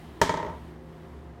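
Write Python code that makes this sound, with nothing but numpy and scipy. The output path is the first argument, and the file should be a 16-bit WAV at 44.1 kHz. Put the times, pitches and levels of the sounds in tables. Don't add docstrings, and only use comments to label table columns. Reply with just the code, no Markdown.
import sys
import numpy as np
from scipy import signal
from scipy.fft import rfft, irfft, next_fast_len
from scipy.io import wavfile
from scipy.ndimage import map_coordinates

SR = 44100
rng = np.random.default_rng(int(sys.argv[2]) if len(sys.argv) > 2 else 0)


def wav_out(sig):
    wavfile.write(sys.argv[1], SR, np.round(np.clip(np.atleast_2d(sig).T, -1, 1) * 32767).astype(np.int16))


N = 61739


def amp(db):
    return 10 ** (np.asarray(db) / 20)


def unit(x):
    return x / np.sqrt(np.mean(x ** 2) + 1e-20)


def along(points, hz):
    f, v = np.transpose(points)
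    return np.interp(np.log(hz + 1), np.log(f + 1), v)


def clock():
    return np.arange(N) / SR


def fade(t, t60):
    return np.exp(-np.log(1000) * t / t60)


def wobble(rate):
    return map_coordinates(rng.standard_normal(int(N * rate / SR) + 4), [clock() * rate])


def filtered(x, response):
    m = next_fast_len(N + SR // 2)
    return irfft(rfft(x, m) * response(np.fft.rfftfreq(m, 1 / SR)), m)[:N]


def noise(spectrum, levels):
    steady = unit(filtered(rng.standard_normal(N), lambda hz: amp(along(spectrum, hz))))
    return steady * amp(np.interp(clock(), *np.transpose(levels)))


def delayed(x, s):
    return np.pad(x, (max(round(s * SR), 0), 0))[:N]


def ring(modes, attack_s):
    t = clock()
    return (1 - np.exp(-t / attack_s)) * sum(
        amp(db - rng.standard_normal()) * fade(t, t60) * np.sin(2 * np.pi * hz * t)
        for hz, db, t60 in modes)


# (frequency [Hz], rms level [dB], waver [0-1])
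FAN_HUM = [(70, -48.5, 1), (162, -51.5, 0.27), (239.4, -55.5, 0.22), (320.6, -59.5, 0.87),
           (355.7, -58.5, 0.95), (434.4, -72.5, 0), (524.6, -62, .5), (705, -64, 1)]
# (frequency [Hz], relative density [dB])
AIR_SPECTRUM = [(25, -23), (45, -6), (68, -8), (97, -10), (122, 1), (165, -23), (200, -5.5), (250, -8.5),
                (400, -5), (480, -15), (600, -15), (1000, -15), (1500, -22.5), (1950, -22.5), (2600, -34),
                (6000, -42.5), (16000, -57.5)]
HISS_SPECTRUM = [(1500, -2.5), (3000, 12.5), (6000, -3.5), (9000, -2.5), (16000, -6.5)]
# (time [s], level [dB])
AIR_LEVEL = [(0, -47), (.2, -48), (.7, -48), (.83, -50.5), (1.05, -48), (1.15, -48.5), (1.38, -50)]
HISS_LEVEL = [(0, -60.5), (.2, -63.5), (.68, -64.5), (.77, -71), (.95, -67.5), (1.15, -69), (1.38, -75)]


def ventilation_fan():
    hum = np.zeros(N)
    for hz, db, waver in FAN_HUM:
        drift = 1 - waver + waver * (wobble(15.79) + 1j * wobble(16))
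        hum += amp(db) * unit(np.real(drift * np.exp(2j * np.pi * hz * clock())))
    return hum + noise(AIR_SPECTRUM, AIR_LEVEL) + noise(HISS_SPECTRUM, HISS_LEVEL)


# (frequency [Hz], relative level [dB])
CLICK_SPECTRUM = [(100, 4.5), (500, -5), (1500, 6.5), (2100, 6.5), (2650, -3.5), (3200, 2), (4000, -2),
                  (4700, -2.5), (6400, -2.5), (8500, -9.5), (10500, -16), (13500, -16.5), (16000, -18)]


def plastic_click(dull_hz):
    m = 2 * next_fast_len(N)
    hz, k = np.fft.rfftfreq(m, 1 / SR), np.arange(m)
    gain = unit(amp(along(CLICK_SPECTRUM, hz))) / np.hypot(1, hz / dull_hz)
    cepstrum = irfft(np.log(gain), m) * np.where(k == 0, 1, 2 * (k < m // 2))
    return amp(-2) * irfft(np.exp(rfft(cepstrum)), m)[:N]


# (frequency [Hz], relative level [dB], t60 [s])
SEAT_MODES = [(316.6, -16.5, 0.049), (450, -1.5, 0.031), (503.4, -9.5, 0.047), (628, 1, 0.033),
              (930.7, 0.5, 0.029), (1002, 1, 0.026), (1110, -24.5, 0.1), (1294, -15, 0.074),
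              (1426, -18, 0.045), (1850, -19, 0.035), (1852, -22, 0.026), (2283, -28.5, 0.026)]


def seat_ring():
    return amp(-13) * ring(SEAT_MODES, attack_s=0.00062)


# (frequency [Hz], relative level [dB], t60 [s])
FIXTURE_MODES = [(73, -6, 0.2), (116, 5, 0.052), (174, 5, 0.092)]


def fixture_thump():
    return amp(-22) * ring(FIXTURE_MODES, attack_s=0.0068)


# (delay [s], gain [ratio])
REFLECTIONS = [(.0028, -.7), (.006, -.55), (.0172, .2), (.025, .12)]


def near_surfaces(x):
    return sum(gain * delayed(x, s) for s, gain in REFLECTIONS)


# (frequency [Hz], t60 [s])
ROOM_T60 = [(80, 0.37), (250, 0.66), (600, 0.21), (920, 0.38), (2000, 0.53), (5000, 0.38), (9000, 0.4),
            (15000, 0.16)]


def tiled_room(x, build_s=0.004):
    hz, t, bands = signal.stft(rng.standard_normal(SR), SR, nperseg=256)
    envelope = fade(t, along(ROOM_T60, hz)[:, None]) * (1 - np.exp(-t / build_s))
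    tail = signal.istft(bands * envelope, SR, nperseg=256)[1]
    return signal.fftconvolve(x, tail / np.linalg.norm(tail))[:N]


def contact(force_db, dull_hz):
    body, click, thump = seat_ring(), plastic_click(dull_hz), fixture_thump()
    bowl = amp(-15) * rng.standard_normal(N) * fade(clock(), t60=0.042)
    scatter = signal.fftconvolve(click, bowl)[:N]
    early = near_surfaces(body + 0.2 * click)
    late = tiled_room(amp(-3.5) * body + amp(3) * click + amp(-12) * thump)
    return amp(force_db) * (body + click + scatter + thump + early + late)


# (time [s], force [dB], click dulls above [Hz])
BOUNCES = [(.2152, 0, 20000), (.2938, -5.3, 2700), (.3402, -11.5, 1400), (.3724, -13, 1800),
           (.399, -15, 1100), (.4285, -16, 1000), (.4475, -16.5, 750), (.4645, -20.5, 1300),
           (.482, -21, 700), (.4985, -21, 600)]


def seat_bounces():
    return sum(delayed(contact(db, dull_hz), s) for s, db, dull_hz in BOUNCES)


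# (time [s], level [dB], frequency [Hz])
BUMPS = [(.502, -31, 76), (.61, -38, 70)]


def settling_bumps(rise_s=0.0074):
    t = clock()
    shape = (1 - np.exp(-t / rise_s)) * fade(t, t60=0.27)
    return sum(delayed(amp(db) * shape * np.sin(2 * np.pi * hz * t), s) for s, db, hz in BUMPS)


def seat_chatter(start_s=0.514, flight_s=0.014, shrink=0.93, first_db=-29, loss_db=1.7):
    k = np.arange(6)
    times = start_s + np.cumsum(flight_s * shrink ** k) - flight_s
    forces_db = first_db - loss_db * k
    return sum(delayed(contact(db, dull_hz=590), s) for s, db in zip(times, forces_db))


def scene():
    return (seat_bounces() + seat_chatter() + settling_bumps() + ventilation_fan())[None]


def record(dry):
    low_hz, top_hz = 50, 16200
    thin = signal.sosfilt(signal.butter(2, low_hz, "highpass", fs=SR, output="sos"), dry)
    return np.array([filtered(x, lambda hz: hz < top_hz) for x in thin])


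dry = scene()
out = record(dry)
wav_out(out)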